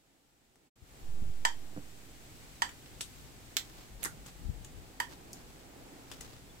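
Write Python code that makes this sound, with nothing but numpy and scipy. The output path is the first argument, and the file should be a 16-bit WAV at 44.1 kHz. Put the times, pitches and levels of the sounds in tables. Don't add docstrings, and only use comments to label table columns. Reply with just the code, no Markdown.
import sys
import numpy as np
from scipy import signal
from scipy.fft import rfft, irfft, next_fast_len
from scipy.io import wavfile
from scipy.ndimage import uniform_filter1d, map_coordinates

SR = 44100
rng = np.random.default_rng(int(sys.argv[2]) if len(sys.argv) > 2 else 0)


def master_out(mix):
    frames = np.transpose(np.atleast_2d(mix))
    ceiling = np.clip(frames, -1, 1)
    pcm = np.round(ceiling * 32767).astype(np.int16)
    wavfile.write(sys.argv[1], SR, pcm)


N = 291060
TIME = np.arange(N) / SR
RING = np.arange(SR // 3) / SR


def amp(db):
    return 10 ** (np.asarray(db) / 20)


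def pan(db):
    return amp([[db / 2], [-db / 2]])


def unit_rms(x):
    return x / np.sqrt(np.mean(x ** 2) + 1e-20)


def unit_energy(x):
    return x / np.linalg.norm(x, axis=-1, keepdims=True)


def along(points, hz):
    freqs, values = np.transpose(points)
    return np.interp(np.log(hz + 1), np.log(freqs), values)


def hump(s, length):
    return np.exp(-((TIME - s) / length) ** 2)


def wobble(rate):
    return map_coordinates(rng.standard_normal(int(N * rate / SR) + 4), [TIME * rate])


def filtered(x, response):
    n = x.shape[-1]
    padded = next_fast_len(n + 8192, real=True)
    return irfft(rfft(x, padded) * response(np.fft.rfftfreq(padded, 1 / SR)), padded)[..., :n]


def causal(gain):
    cepstrum = irfft(np.log(gain + 1e-6))
    half = len(cepstrum) // 2
    return np.exp(rfft(np.r_[cepstrum[0], 2 * cepstrum[1:half]], 2 * half))


def whiten(x, width_hz=220):
    spectrum = rfft(x)
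    bins = max(3, int(width_hz * x.shape[-1] / SR))
    power = abs(uniform_filter1d(abs(spectrum) ** 2, bins))
    return unit_energy(irfft(spectrum / np.apply_along_axis(causal, -1, np.sqrt(power))))


def add(track, s, sound):
    part = track[:, round(s * SR):][:, :sound.shape[-1]]
    part += sound[..., :part.shape[1]]


def coloured(x, spectrum, body_db, fizz_db):
    body = lambda hz: body_db * along([(1950, 0.85), (2900, 0.0078)], hz)
    fizz = lambda hz: fizz_db * along([(8100, 0.02), (9100, 1.0)], hz)
    return filtered(x, lambda hz: causal(amp(along(spectrum, hz) + body(hz) + fizz(hz))))


def placed(x, pan_db, lag, near_db, echo_db, t60):
    direct = np.zeros((2, len(RING)))
    direct[0, round(abs(lag) * SR)] = direct[1, 0] = 1
    near = unit_energy(rng.standard_normal(direct.shape) * RING * np.exp(-RING / 0.0016))
    tail_envelope = amp(-60 * RING / t60) * (1 - np.exp(-RING / 0.0025))
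    tail = whiten(rng.standard_normal(direct.shape) * tail_envelope)
    tail_eq = [(300, 1.5), (2000, 3), (8000, 4.0), (14000, 2.0)]
    tail = filtered(tail, lambda hz: causal(amp(along(tail_eq, hz))))
    paths = whiten(direct + amp(echo_db) * (amp(near_db) * near + tail))
    return signal.fftconvolve(x[None], paths, axes=1) * pan(pan_db)


def noise_bed(spectrum, pan_db, lag=.00036):
    # (frequency [Hz], correlation [0-1])
    likeness = [(30, 0.2), (120, 0.69), (270, 0.95), (600, 0.84), (1200, 0.018), (10000, 0)]
    spread = lambda hz: np.arccos(np.clip(along(likeness, hz), -1, 1)) / 2
    mid_side_eq = lambda hz: amp(along(spectrum, hz)) * [np.cos(spread(hz)), np.sin(spread(hz))]
    mid, side = filtered(rng.standard_normal((2, N)), mid_side_eq)
    left = np.roll(mid + side, round(lag * SR))
    return unit_rms(np.array([left, mid - side]) * pan(pan_db))


def air(gain_db=2):
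    # (frequency [Hz], level [dB])
    rumble_eq = [(15, -7.5), (45, 3), (85, -6.5), (125, -3), (190, -10.5), (350, -29.5), (1500, -41.5)]
    hum_eq = [(40, -22), (140, -7), (200, -5), (275, 0.5), (340, -3), (450, -5.5), (600, -9), (790, -6),
              (1050, -15), (2500, -21.5), (8000, -64)]
    hiss_eq = [(20, -12), (400, -13), (1000, -1.5), (2000, 1.5), (4000, 0), (6000, -2), (8200, 1),
               (8700, -5.5), (15500, -7)]
    # (rumble [dB], hum [dB], hiss [dB])
    garden_mix = (-78, -74, -74)
    deck_mix = (-58.5, -61.5, -61.5)
    garden = np.interp(TIME, [.67, .70], [1, 0])
    deck = np.interp(TIME, [.756, .759, .84, .96], [0, .28, .48, 1])
    rumble_fade, hum_fade, hiss_fade = (garden * amp(garden_db) + deck * amp(deck_db)
                                        for garden_db, deck_db in zip(garden_mix, deck_mix))
    calm_db = np.interp(TIME, [.7, .76, .96, 1.03], [0, -3, -5.5, -0.5])
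    rumble = amp(calm_db + 3.3 * hump(4.0, 1.0) + 1.44 * wobble(5.3)) * noise_bed(rumble_eq, pan_db=3)
    hum = amp(3.5 * hump(5.56, 0.96) + 0.98 * wobble(9.8)) * noise_bed(hum_eq, pan_db=-2.5)
    hiss = amp(2.5 * hump(2.68, 1.17) + 0.45 * wobble(7.1)) * noise_bed(hiss_eq, pan_db=0.35)
    return amp(gain_db) * (rumble_fade * rumble + hum_fade * hum + hiss_fade * hiss)


def bird(s=6.505, pitch_hz=3450, db=-61, length=0.014):
    return amp(db - 12.0 * ((TIME - s) / length) ** 2) * np.sin(2 * np.pi * pitch_hz * TIME)


def gust_push(s=1.029, rise=0.18, push_db=-29.5, pan_db=-5):
    age = np.maximum(TIME - s, 0) / rise
    return amp(push_db) * age * np.exp(1 - age) * pan(pan_db)


def wind_puffs(lee_db=-17, usual_length=0.04):
    # (time [s], level [dB], length [s])
    puffs = [(0.831, -48, 0.021), (1.12, -45, 0.16), (1.225, -31, 0.015), (1.283, -37, 0.043),
             (4.465, -32, .033), (4.496, -28.5, 0.024), (4.51, -41, .17), (4.783, -44, 0.062)]
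    # (frequency [Hz], level [dB])
    buffet_eq = [(15, -29), (45, 11), (80, 1.5), (140, -1.5), (230, -17), (330, -30), (550, -56),
                 (2000, -90)]
    out = np.zeros((2, N))
    for s, db, length in puffs:
        size = min(length / usual_length, 1) ** .3
        eddies = filtered(rng.standard_normal((2, len(RING))), lambda hz: amp(along(buffet_eq, hz * size)))
        envelope = np.exp(-((RING - RING.mean()) / (0.64 * length)) ** 2)
        puff = unit_energy(eddies * envelope) * np.sqrt(length * SR)
        add(out, s - RING.mean(), amp(db) * puff)
    return out * amp([[0], [lee_db]])


def table_bumps(gain_db=27):
    # (time [s], relative level [dB])
    bumps = [(1.7640, -41), (1.7747, -39.5), (1.7819, -44)]
    # (frequency [Hz], level [dB], t60 [s])
    modes = [(128.5, 0, 0.074), (183, -3, 0.062), (219, 1, 0.053), (286, 0.5, 0.12), (510, -4, .05),
             (676, -2.5, 0.023), (1140, -24, 0.024)]
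    out = np.zeros((2, N))
    for s, db in bumps:
        partials = (amp(mode_db + rng.standard_normal() - 60 * RING / t60)
                    * np.sin(2 * np.pi * (hz * RING + rng.random())) for hz, mode_db, t60 in modes)
        thud = unit_energy(sum(partials))
        heard = placed(thud, pan_db=-3.0, lag=0.00029, near_db=-6, echo_db=-20, t60=0.12)
        add(out, s, amp(db + gain_db) * heard)
    return filtered(out, lambda hz: causal(amp(along([(800, -2), (1500, 7.0), (5000, -25)], hz))))


def leaf_rustle(grains_per_s=2500):
    # (time [s], level [dB], length [s])
    strokes = [(3.243, -62, 0.054), (3.76, -56.5, 0.091), (4.025, -52, 0.013), (4.279, -54, .02),
               (5.125, -52, 0.023), (5.456, -61, 0.14), (6.22, -53.5, 0.12)]
    # (frequency [Hz], level [dB])
    leaf_eq = [(200, 10.5), (900, 8), (2200, 3), (4500, 4), (8000, -2), (9000, -7), (15000, -6)]
    grains = rng.standard_normal((2, N)) * (rng.random(N) < grains_per_s / SR)
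    clumps = amp(4 * np.tanh(wobble(22)) + 4 * np.tanh(wobble(140)))
    power = sum(amp(db) ** 2 * hump(s, length) for s, db, length in strokes)
    return np.sqrt(power) * unit_rms(filtered(grains * clumps, lambda hz: amp(along(leaf_eq, hz))))


def stem_snaps(gain_db=25, usual_hz=6040, ring_db=6.5, ring_width=0.39):
    # (time [s], relative level [dB], pan left [dB], tearing time [s], pitch [Hz], body [dB], echo [dB])
    snaps = [(0.558, -68, 4, 0.00036, 6960, 8, -11), (2.6911, -45, 1, 0.0013, 2200, 2, -2),
             (2.86, -53, -2, 0.00057, 4000, -5, -1), (3.008, -31.5, -0.5, .00021, 3800, -11, 1.5),
             (3.0117, -38.5, 9, 0.00052, 7400, -19, 13), (3.5679, -21, -3.5, .00013, 4160, -3.5, -5),
             (4.0311, -38, -6.5, 0.00032, 11000, -1, -4), (4.04, -40, -16, .00024, 15000, -6, -9),
             (4.0477, -35.5, -1, 0.00062, 6700, 7, 3), (4.0561, -40.5, 11, 0.00063, 7400, 1, -12),
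             (4.059, -43, -3, 0.0021, 1480, 13.5, 9), (4.263, -50, 4, 0.0031, 7000, -7, 3),
             (4.647, -48, 2, 0.0012, 7500, -5, -3), (5.3317, -42, 1, 0.0002, 6500, -23, -7),
             (6.1156, -40.5, 8, 0.00057, 2600, -3.5, -4), (6.1232, -48, -2, .0006, 3500, -3, -12),
             (6.2097, -43, 3, 0.0023, 6500, 0, -4)]
    # (frequency [Hz], level [dB])
    stem_eq = [(100, -1), (400, 0), (900, -1), (1900, 3.5), (2700, -1), (3500, 0), (4800, -4), (7200, 2),
               (9500, 1.5), (14000, -3.5), (16000, -5)]
    out = np.zeros((2, N))
    for s, db, pan_db, tearing, pitch_hz, body_db, echo_db in snaps:
        fizz_db = -4 + 4.5 * np.log2(pitch_hz / usual_hz)
        sizes = rng.standard_normal(len(RING)) * amp(2.1 * rng.standard_normal(len(RING)))
        fibres = whiten(sizes * RING ** 2 * np.exp(-2 * RING / tearing), width_hz=730)
        resonance = lambda hz: causal(amp(ring_db / (1 + ((hz / pitch_hz - 1) / ring_width) ** 2)))
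        snap = coloured(filtered(fibres, resonance), stem_eq, body_db, fizz_db)
        lag = .00036 * (pan_db < 0)
        heard = placed(snap, pan_db, lag, near_db=7.5, echo_db=echo_db, t60=0.15)
        add(out, s - tearing, amp(db + gain_db) * heard)
    return out


def shear_clacks(gain_db=21, crack_time=0.0018):
    # (time [s], relative level [dB], body [dB], fizz [dB], pan left [dB], brightness [dB])
    clacks = [(1.451, -22.5, 5, -8.5, -2, -4), (2.6200, -26, 5.5, -8, -3.5, -4),
              (5.0008, -31, 8, 0.5, -4, -1.5)]
    # (frequency [Hz], width [Hz], level [dB])
    modes = [(950, 85, 21), (1814, 173, 13), (1900, 96, 9), (2720, 89, -7), (3145, 250, 19),
             (4686, 127, 15.5), (6600, 300, 4), (7900, 590, 9)]
    # (frequency [Hz], level [dB])
    crack_eq = [(100, -21), (450, -13), (680, -8), (900, -2.5), (1150, -2), (1800, 6.5), (2700, -4.5),
                (4700, -2.5), (5600, 2), (8200, -2.5), (12000, -1), (16000, -6)]
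    handles = lambda hz: np.sqrt(1 + sum(amp(level) ** 2 / (1 + (2 * (hz - centre) / width) ** 2)
                                         for centre, width, level in modes))
    out = np.zeros((2, N))
    for s, db, body_db, fizz_db, pan_db, bright_db in clacks:
        crack = whiten(rng.standard_normal(len(RING)) * np.exp(-RING / crack_time))
        contact = lambda hz: amp(bright_db * along([(1000, -0.82), (1700, 0.81), (2600, -0.21)], hz))
        ringing = filtered(crack, lambda hz: causal(handles(hz) * contact(hz)))
        knock = coloured(ringing, crack_eq, body_db, fizz_db)
        heard = placed(knock, pan_db, lag=.00043, near_db=6.5, echo_db=-6.5, t60=0.19)
        add(out, s, amp(db + gain_db) * heard)
    return out


def scene():
    foreground = shear_clacks() + stem_snaps() + table_bumps() + leaf_rustle()
    return foreground + wind_puffs() + gust_push() + bird() + air()


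def record(dry):
    top_hz = 15700
    return filtered(dry, lambda hz: 1 / np.sqrt(1 + (hz / top_hz) ** 120))


dry = scene()
out = record(dry)
master_out(out)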